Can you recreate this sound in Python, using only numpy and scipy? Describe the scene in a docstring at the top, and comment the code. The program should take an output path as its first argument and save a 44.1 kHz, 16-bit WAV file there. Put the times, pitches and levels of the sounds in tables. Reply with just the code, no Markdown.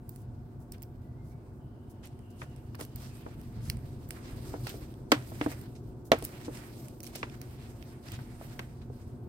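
"""Back yard: weeding a plastic planter, close by.
Roots tear and soil crumbles in clouds of tiny fractures; dry stems crack and ring briefly.
A sleeve rustles by friction with each arm stroke. A hand tool knocks the planter, ringing its walls.
Behind: town rumble, far traffic, a machine's hum and a few faint far whistles."""
import sys
import numpy as np
from scipy import signal
from scipy.fft import rfft, irfft, next_fast_len
from scipy.io import wavfile

SR = 44100
rng = np.random.default_rng(int(sys.argv[2]) if len(sys.argv) > 2 else 0)


def dump_mix(stems):
    """Bounce the given channels to the path in sys.argv[1] as a 16-bit WAV at rate SR."""
    frames = np.atleast_2d(stems).T  # one column per channel
    limited = np.clip(frames, -1, 1)  # hard clip at full scale
    pcm = np.round(limited * 32767).astype(np.int16)
    wavfile.write(sys.argv[1], SR, pcm)


N = 409248
TIME_S = np.arange(N) / SR

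# stereo likeness of noise: (frequency [Hz], left-right correlation [ratio])
CORRELATION = [(30, 0.72), (100, 1), (500, 0.81), (1200, 0.043), (4000, 0.046), (9000, 0.6), (15000, 0.15)]
# low background: (time [s], rumble [dB], murmur [dB])
YARD_LEVELS = [(0.0, -49.5, -56), (0.41, -46.5, -55), (1.6, -49.5, -53), (3.18, -47.5, -54),
               (3.77, -40.5, -51), (4.11, -47.5, -50), (4.5, -42, -47.5), (4.91, -48.5, -49.5),
               (5.35, -45, -50.5), (6.59, -49.5, -49.5), (8.92, -46, -53), (9.28, -44.5, -49.5)]
# town rumble: (frequency [Hz], density [dB])
RUMBLE_SPECTRUM = [(20, -29), (32, -13.5), (45, -1.5), (70, -2.5), (100, 0.5), (130, 4.5), (165, -11),
                   (230, -9.5), (400, -35)]
# low murmur: (frequency [Hz], density [dB])
MURMUR_SPECTRUM = [(120, -32.5), (200, 0), (260, -1.5), (350, 3), (440, -7), (560, -11.5), (750, -22.5),
                   (1200, -21)]
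# far traffic and leaves: (frequency [Hz], density [dB])
FAR_SPECTRUM = [(300, -1), (550, 0.5), (700, 7), (790, -0.5), (890, 4.5), (990, -1.5), (1080, -1.5),
                (1250, -6.5), (1480, -3), (1750, -13), (3000, -23.5), (4800, -26), (10500, -32),
                (16000, -25)]
# machine hum: (frequency [Hz], rms level [dB])
HUM_PARTIALS = [(120, -66.5), (241, -57.5), (719, -71.5), (885, -80.5)]
# roots tearing, soil crumbling or pressed: (time [s], length [s], level [dB], centre [Hz])
SOIL_CRUNCHES = [(0.042, 0.23, -62.5, 11900), (0.586, 0.052, -63.5, 11500), (0.713, 0.037, -58, 9500),
                 (0.73, 0.02, -53.5, 1700), (1.213, 0.14, -66, 7500), (1.893, 0.027, -57, 11100),
                 (2.025, 0.054, -54, 4500), (2.027, 0.033, -51, 1600), (2.3, 0.014, -59.5, 7000),
                 (2.378, 0.073, -54, 5540), (2.408, 0.034, -47.5, 1110), (2.781, 0.068, -46, 6100),
                 (2.783, 0.044, -43.5, 730), (3.258, 0.025, -61, 1100), (3.604, 0.12, -52, 6200),
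                 (4.137, 0.01, -59, 1700), (4.208, 0.11, -54, 2600), (4.523, 0.043, -45.5, 800),
                 (4.654, 0.062, -41.5, 2680), (5.126, 0.022, -32, 1880), (5.749, 0.015, -54.5, 3520),
                 (6.126, 0.011, -36, 3000), (6.043, 0.041, -54, 11000), (6.236, 0.017, -36, 11000),
                 (6.44, 0.025, -47.5, 3550), (7.036, 0.048, -48, 6360), (7.149, 0.012, -38.5, 3200),
                 (7.165, 0.045, -49, 4400), (7.232, 0.016, -47, 1700), (7.557, 0.14, -56, 2130),
                 (8.06, 0.024, -52, 2580), (8.109, 0.065, -46, 1900), (8.127, 0.023, -48, 4650),
                 (8.186, 0.012, -45, 915), (8.476, 0.073, -58, 2300), (8.813, 0.0093, -55.5, 2000)]
# dry stems, thin ones brighter, and the bright crack of the tool's blows at 5.12, 6.12 and 8.59 s: (time [s],
# level [dB], tilt [dB/oct], ring [Hz], left over right [dB])
SNAPS = [(0.0924, -31, 7.5, 14800, -10), (0.16, -39.5, 3, 8500, -6), (0.72, -32.5, 7, 8350, -3),
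         (0.7215, -33, 5, 5250, -4.5), (0.782, -51, -1, 4900, -4), (0.821, -40, 1, 8400, -8),
         (0.828, -34, 10, 14500, -12), (0.834, -42.5, -4, 5200, -6), (2.056, -42, 7, 13500, -7),
         (2.072, -41, -2, 8500, -4), (2.191, -47.5, -3.5, 8550, -5), (2.5623, -45.5, -2, 8550, -2),
         (2.752, -34.5, 5, 4700, -4), (2.801, -30, 0, 14100, 0), (2.8101, -27.5, -2, 8360, -2),
         (2.85, -34, 1, 12900, -5), (2.9592, -28.5, 4, 13600, -5), (3.414, -44, -2, 13000, -5),
         (3.6992, -17, -1.5, 4400, -3.5), (3.77, -43, -3.5, 8800, -6), (4.089, -35, 11, 15000, -5),
         (4.1065, -25.5, -3, 8800, -5), (4.67, -33.5, 1, 4600, -13), (4.6938, -31, 1, 12900, -8),
         (4.94, -47, -7, 8450, -9), (5.12, -17, 7, 8200, -4), (5.613, -39, 5, 12500, -7),
         (6.1174, -19, -2.5, 12600, -7.5), (6.1874, -33, 5, 8640, -4), (6.2245, -31, -1.5, 8500, -1),
         (6.25, -20.5, 4.5, 12300, -2), (6.572, -35.5, -9, 4500, -4), (6.8835, -38.5, -1, 8500, -4),
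         (7.004, -34, 1, 5630, -8), (7.031, -32, 5, 6300, -2), (7.036, -36, 3, 6100, -8),
         (7.0425, -35.5, -1, 5750, -1), (7.067, -33.5, -1, 5320, -7), (7.073, -36, -1, 8400, -7),
         (7.156, -27, -1, 7760, 1), (7.16, -29.5, 0, 7400, -11), (7.177, -45, -3, 8500, -5),
         (7.19, -42, 1, 8500, -5), (7.2977, -42.5, -5, 2700, -5), (7.415, -34.5, 1.5, 5500, -4),
         (7.826, -40.5, -7, 2270, -10.5), (8.085, -36, -6, 5060, 1), (8.119, -30, -2, 15000, -6),
         (8.5928, -36.5, 1, 6960, -6)]
# bright ranges shared by every close sound, which colour each crack: (low edge [Hz], high edge [Hz])
CRACK_BANDS_HZ = [(1800, 3700), (4000, 5630), (7850, 10360), (12400, 15330)]
# far notes, stepping up then falling: (time [s], length [s], pitch [Hz], level [dB])
WHISTLE_NOTES = [(1.01, .09, 1970, -80), (1.158, 0.083, 2090, -77.5), (1.283, 0.07, 2250, -77),
                 (1.39, .1, 2580, -85), (1.583, 0.83, 2980, -81.5), (2.212, 0.31, 2830, -75),
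                 (2.467, 0.39, 2880, -81), (2.83, .12, 3000, -77), (3.078, 0.12, 2580, -71)]
# arm strokes: (time [s], length [s], rustle [dB], weave rasp [dB])
ARM_STROKES = [(2.286, 0.77, -69, 3), (2.943, 0.095, -55.5, 1), (3.103, 1, -64.5, 5.5),
               (4.083, 0.64, -60.5, 8.5), (4.316, 0.36, -59.5, -7), (4.584, 0.11, -55.5, 3),
               (5.082, 0.43, -56.5, -2), (5.39, 0.085, -53.5, 6), (5.641, 0.072, -66.5, -36),
               (6.136, 0.28, -56.5, 3.5), (6.499, 0.093, -53, 3), (6.677, 0.18, -57, -7),
               (7.035, 0.84, -61, 3), (8.004, 0.12, -59, 4), (8.184, 0.24, -64.5, -1),
               (8.381, 0.18, -58.5, 5), (8.907, 0.051, -62, 0)]
# cloth friction: (frequency [Hz], density [dB])
CLOTH_SPECTRUM = [(350, -12.5), (600, 3.5), (1000, -2.5), (1500, -4.5), (2300, -5), (3500, -8), (5000, -6),
                  (6500, -10.5), (7700, -10.5), (8700, -5.5), (10700, -12.5), (13000, -8), (16000, -13.5)]
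# tool on planter: (time [s], ring [dB], struck spot [Hz], clack [dB], contact cut-off [Hz])
TOOL_BLOWS = [(2.417, -48.5, 880, -30.5, 1970), (2.747, -59, 704, -34, 2500), (2.793, -46, 410, -47, 1190),
              (2.812, -41.5, 360, -37.5, 3000), (3.263, -46.5, 330, -33.5, 1000),
              (4.54, -38.5, 383, -33, 885), (4.668, -49, 556, -28.5, 2500), (4.742, -47, 452, -54, 900),
              (5.118, -23.5, 1350, -8.5, 4700), (5.1184, -29, 570, -17.5, 2030),
              (5.1219, -24, 290, -10, 2000), (5.318, -48, 696, -42, 1200), (5.412, -29.5, 295, -18, 2570),
              (5.462, -26.5, 298, -23.5, 1160), (6.1176, -17.5, 565, -7.5, 3340),
              (6.1223, -24.5, 275, -37, 1300), (6.1328, -26.5, 527, -25, 1790),
              (6.224, -41, 414, -45, 2000), (6.481, -36.5, 320, -32, 690), (7.157, -50, 640, -38, 1500),
              (7.2296, -47, 1436, -21, 2440), (7.2318, -45, 297, -44, 1800), (8.412, -49, 593, -44, 1540),
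              (8.5923, -54, 1300, -27, 3260), (8.9, -49, 454, -39, 590)]
# planter wall modes: (frequency [Hz], level [dB], t60 [s])
WALL_MODES = [(127, -9.5, 0.35), (261.4, -1, 0.11), (297.3, 7.5, 0.1), (397, -0.5, 0.06),
              (458.5, 5.5, 0.064), (553, 4, 0.051), (644, 9, 0.043), (772, -10.5, 0.12), (1063, 0, 0.057),
              (1317, 2, 0.055), (1872, 6.5, 0.045), (2220, 3.5, 0.0324), (2700, -4, .035),
              (3260, -19, 0.04), (4310, 7, 0.029), (4930, 13, 0.029)]


def from_db(db):
    """Decibels to gain."""
    return 10 ** (np.asarray(db) / 20)


def unit_rms(x):
    """Scale to rms 1."""
    return x / np.sqrt(np.mean(x ** 2) + 1e-20)


def unit_peak(x):
    """Scale to peak 1."""
    return x / np.abs(x).max()


def at_hz(table, hz):
    """Interpolate over log frequency."""
    table_hz, values = np.transpose(table)
    return np.interp(np.log(hz), np.log(table_hz), values)


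def band(x, low_hz, high_hz, order=2):
    """Butterworth band-pass."""
    sos = signal.butter(order, [low_hz, min(high_hz, .45 * SR)], "band", fs=SR, output="sos")
    return signal.sosfilt(sos, x)


def decay(t, t60_s):
    """Exponential fall, 60 dB per t60_s."""
    return np.exp(-np.log(1000) * t / t60_s)


def drift(rate_hz, hop=40, settle=2000):
    """Slow random wander, rms 1."""
    pole = np.exp(-2 * np.pi * rate_hz * hop / SR)
    white = rng.standard_normal(N // hop + settle + 2)
    slow = signal.lfilter([1], [1, -2 * pole, pole * pole], white)[settle:]
    return np.interp(np.arange(N) / hop, np.arange(len(slow)), unit_rms(slow))


def add(out, start_s, sound):
    """Mix in at start_s."""
    i = int(start_s * SR)
    out[:, i:i + sound.shape[-1]] += sound[..., :N - i]


def widen(pair, correlation):
    """Independent pair to correlated left and right."""
    correlation = np.clip(correlation, 0, .995)
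    mid = np.sqrt(1 + correlation) * pair[0]
    side = np.sqrt(1 - correlation) * pair[1]
    return np.array([mid + side, mid - side]) / np.sqrt(2)


def coloured(spectrum, pair):
    """Independent pair to stereo with the given spectrum, rms 1."""
    size = next_fast_len(N)
    hz = np.maximum(np.fft.rfftfreq(size, 1 / SR), 1)
    rolloff = 1 / np.hypot(1, (spectrum[0][0] / hz) ** 4) / np.hypot(1, (hz / spectrum[-1][0]) ** 10)
    stereo = widen(rfft(pair, size), at_hz(CORRELATION, hz))
    return unit_rms(irfft(stereo * from_db(at_hz(spectrum, hz)) * rolloff, size)[:, :N])


def pan(x, pan_db, lag_s=0):
    """Set left over right by pan_db; delay the left by lag_s."""
    index = np.arange(x.shape[1])
    left = np.interp(index - round(lag_s * SR), index, x[0], left=0)
    return np.array([left, x[1]]) * from_db([[pan_db / 2], [-pan_db / 2]])


def grains(size, per_s, spread_db):
    """Two rows of impulses at shared random times, mostly small; rms 1."""
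    hits = rng.random(size) < per_s / SR
    gains = from_db(spread_db * np.minimum(rng.exponential(1, size), 5))
    return unit_rms(hits * gains * rng.standard_normal((2, size)))


def town(rumble_gain_db=2, murmur_gain_db=-1, lumps_db=2.47, far_db=-64.5):
    """Lumpy rumble and low murmur under steady far traffic and leaves."""
    times_s, *levels_db = np.transpose(YARD_LEVELS)
    rumble_db, murmur_db = [np.interp(TIME_S, times_s, db) for db in levels_db]
    white = rng.standard_normal((3, 2, N))
    rumble_db += rumble_gain_db + lumps_db * drift(35)
    rumble = from_db(rumble_db) * coloured(RUMBLE_SPECTRUM, white[0])
    murmur = from_db(murmur_db + murmur_gain_db) * coloured(MURMUR_SPECTRUM, white[1])
    far = from_db(far_db) * coloured(FAR_SPECTRUM, white[2])
    return rumble + murmur + far


def machine_hum(waver_rad=1.04, waver_hz=1.86):
    """Neighbourhood machine: sine partials wavering in phase."""
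    return sum(from_db(db) * np.sqrt(2) * np.sin(2 * np.pi * hz * TIME_S + waver_rad * drift(waver_hz))
               for hz, db in HUM_PARTIALS)


def soil_crunches(edge_ratio=2.06, release_t60_s=0.093, trickle_db=-19, trickle_t60_s=0.95, gain_db=-7):
    """Dense tiny fractures merge into a soft brush; grains then trickle down."""
    out, t = np.zeros((2, N)), np.arange(SR // 3) / SR
    for start_s, length_s, level_db, centre_hz in SOIL_CRUNCHES:
        swell = np.clip(t / (0.37 * length_s), 0, 1)
        after_s = np.maximum(t - 0.79 * length_s, 0)
        breaking = grains(len(t), per_s=7000, spread_db=1.8) * decay(after_s, release_t60_s)
        trickle = grains(len(t), per_s=1500, spread_db=1.8) * decay(after_s, trickle_t60_s)
        cloud = widen(swell * (breaking + from_db(trickle_db) * trickle), 0.096)
        cloud = band(cloud, centre_hz / edge_ratio, centre_hz * edge_ratio)
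        add(out, start_s, from_db(level_db + gain_db) * cloud / np.std(cloud[:, t < length_s]))
    return pan(out, pan_db=-1.5, lag_s=0.00019)


def snaps(crack_t60_s=0.0092, tail_db=-26, tail_t60_s=0.19, ring_db=-5, half_width_hz=275):
    """A stem, or the edge of a tool blow, cracks and rings at its own pitch; its fibres shiver after."""
    out, t = np.zeros((2, N)), np.arange(SR // 10) / SR
    envelope = decay(t, crack_t60_s) + from_db(tail_db) * decay(t, tail_t60_s)
    for start_s, level_db, tilt_db_per_oct, ring_hz, pan_db in SNAPS:
        burst = widen(rng.standard_normal((2, len(t))), 0.41) * envelope
        crack = 0
        for edges_hz in CRACK_BANDS_HZ:
            octaves = np.log2(np.mean(edges_hz) / np.mean(CRACK_BANDS_HZ))
            gain = from_db(tilt_db_per_oct * octaves) * np.sqrt(np.ptp(edges_hz))
            crack += gain * unit_rms(band(burst, *edges_hz))
        ring = band(burst, ring_hz - half_width_hz, ring_hz + half_width_hz, order=1)
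        snap = unit_peak(unit_rms(crack) + from_db(ring_db) * unit_rms(ring))
        lag_s = 0.00023 * rng.uniform(0.77, 1.1)  # each snap in its own place
        add(out, start_s, pan(from_db(level_db) * snap, pan_db, lag_s))
    return out


def far_whistles(gain_db=0.5, attack_s=0.028, echo_t60_s=0.65):
    """Perhaps a bird: notes swell, hold and echo away, blurred by distance into narrow noise bands."""
    out, t = np.zeros((2, N)), np.arange(SR) / SR
    for start_s, length_s, hz, level_db in WHISTLE_NOTES:
        blur_hz = 85 * (hz / 2580) ** 5
        tone = unit_rms(band(rng.standard_normal((2, len(t))), hz - blur_hz, hz + blur_hz))
        envelope = np.clip(t / attack_s, 0, 1) * decay(np.maximum(t - length_s, 0), echo_t60_s)
        add(out, start_s, from_db(level_db + gain_db) * envelope * tone)
    return out


def arm_levels_db(attack_s=0.053, release_t60_s=1, rest_db=-74):
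    """Rustle level and weave rasp: strokes rise, hold, decay and add in power."""
    power, weighted_rasp = from_db(rest_db) ** 2, 0
    for start_s, length_s, level_db, rasp_db in ARM_STROKES:
        t = TIME_S - start_s
        envelope = np.clip(t / attack_s, 0, 1) * decay(np.maximum(t - length_s, 0), release_t60_s)
        stroke_power = (from_db(level_db) * envelope) ** 2
        power += stroke_power
        weighted_rasp += rasp_db * stroke_power
    return 10 * np.log10(power), weighted_rasp / power


def sleeve(fold_swing_db=2.2, fold_hz=8, rasp_swing_db=2, flutter_db=1.5, gain_db=-1):
    """Cloth friction, grittier with effort; the colour wanders as folds shift."""
    level_db, rasp_db = arm_levels_db()
    effort = np.clip((level_db - level_db.min()) / 30, 0, 1)
    grit = from_db(2 * drift(12)) * grains(N, per_s=3000, spread_db=2.8)
    upper = coloured(CLOTH_SPECTRUM, rng.standard_normal((2, N)) + effort * grit)
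    cloth = 0
    for edge_hz in np.geomspace(800, 17000, 9):
        lower = signal.sosfiltfilt(signal.butter(4, edge_hz, fs=SR, output="sos"), upper)
        cloth += lower * from_db(fold_swing_db * drift(fold_hz))
        upper -= lower
    rasp_gain = from_db(rasp_db + rasp_swing_db * drift(11.5))
    cloth += (rasp_gain - 1) * band(cloth, 900, 2730, order=1)
    cloth *= from_db(level_db + gain_db + flutter_db * drift(19))
    return pan(cloth, pan_db=-3.5, lag_s=0.00026)


def wall_ring(t, spot_hz, contact_hz, focus_db_per_oct=6, dent_db=7, dent_t60_cycles=8, contact_s=0.0009):
    """A blow dents the plastic and rings the walls, most near the struck spot's pitch."""
    hz, mode_db, t60_s = np.transpose(WALL_MODES)[:, :, None]
    struck_db = mode_db - focus_db_per_oct * np.abs(np.log2(hz / spot_hz)) + rng.normal(0, 1, hz.shape)
    gains = from_db(struck_db) / np.hypot(1, (hz / contact_hz) ** 2)
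    modes = np.sum(gains * np.cos(2 * np.pi * hz * t) * decay(t, t60_s), axis=0)
    dent = np.cos(2 * np.pi * spot_hz * t) * decay(t, dent_t60_cycles / spot_hz)
    ring = modes + from_db(dent_db) * gains.max() * dent
    ring = band(ring * (1 - np.exp(-t / contact_s)), 105, 6000)
    ring -= 0.85 * band(ring, 170, 224, order=1)  # hollow between the two lowest modes
    return ring / np.std(ring[t < 0.02])


def wall_clack(t, contact_hz, t60_s=0.029, scatter_db=-17, scatter_t60_s=0.21):
    """Crowded short modes as a noise burst, plus dull scatter off paving and fence."""
    white = widen(rng.standard_normal((2, len(t))), 0.3)
    scatter = from_db(scatter_db) * band(white, 140, 1500, order=1) * decay(t, scatter_t60_s)
    clack = white * decay(t, t60_s) + scatter
    clack -= 0.64 * band(clack, 3600, 3900, order=1)  # weak wall response
    clack -= 0.2 * band(clack, 580, 1600, order=1)  # gap between body and wall modes
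    clack -= 0.19 * band(clack, 3730, 12000, order=1)  # modes thin out
    clack = band(clack, 371.5, contact_hz, order=1)  # soft contact is dull
    return unit_peak(band(clack, 280, contact_hz * 1.22))


def tool_knocks():
    """A hand tool hits the planter: wall ring under a clack."""
    out, t = np.zeros((2, N)), np.arange(SR // 3) / SR
    for start_s, ring_db, spot_hz, clack_db, contact_hz in TOOL_BLOWS:
        ring = from_db(ring_db) * wall_ring(t, spot_hz, contact_hz)
        clack = pan(from_db(clack_db) * wall_clack(t, contact_hz), pan_db=-2)
        add(out, start_s, pan(ring + clack, pan_db=-0.071, lag_s=0.0002))
    return out


def scene():
    """Close work over the yard's background."""
    return (town() + machine_hum() + soil_crunches() + snaps()
            + far_whistles() + sleeve() + tool_knocks())


def record(dry, cutoff_hz=15900):
    """Steep elliptic low-pass."""
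    return signal.sosfilt(signal.ellip(10, .1, 80, cutoff_hz, fs=SR, output="sos"), dry)


dry = scene()
out = record(dry)
dump_mix(out)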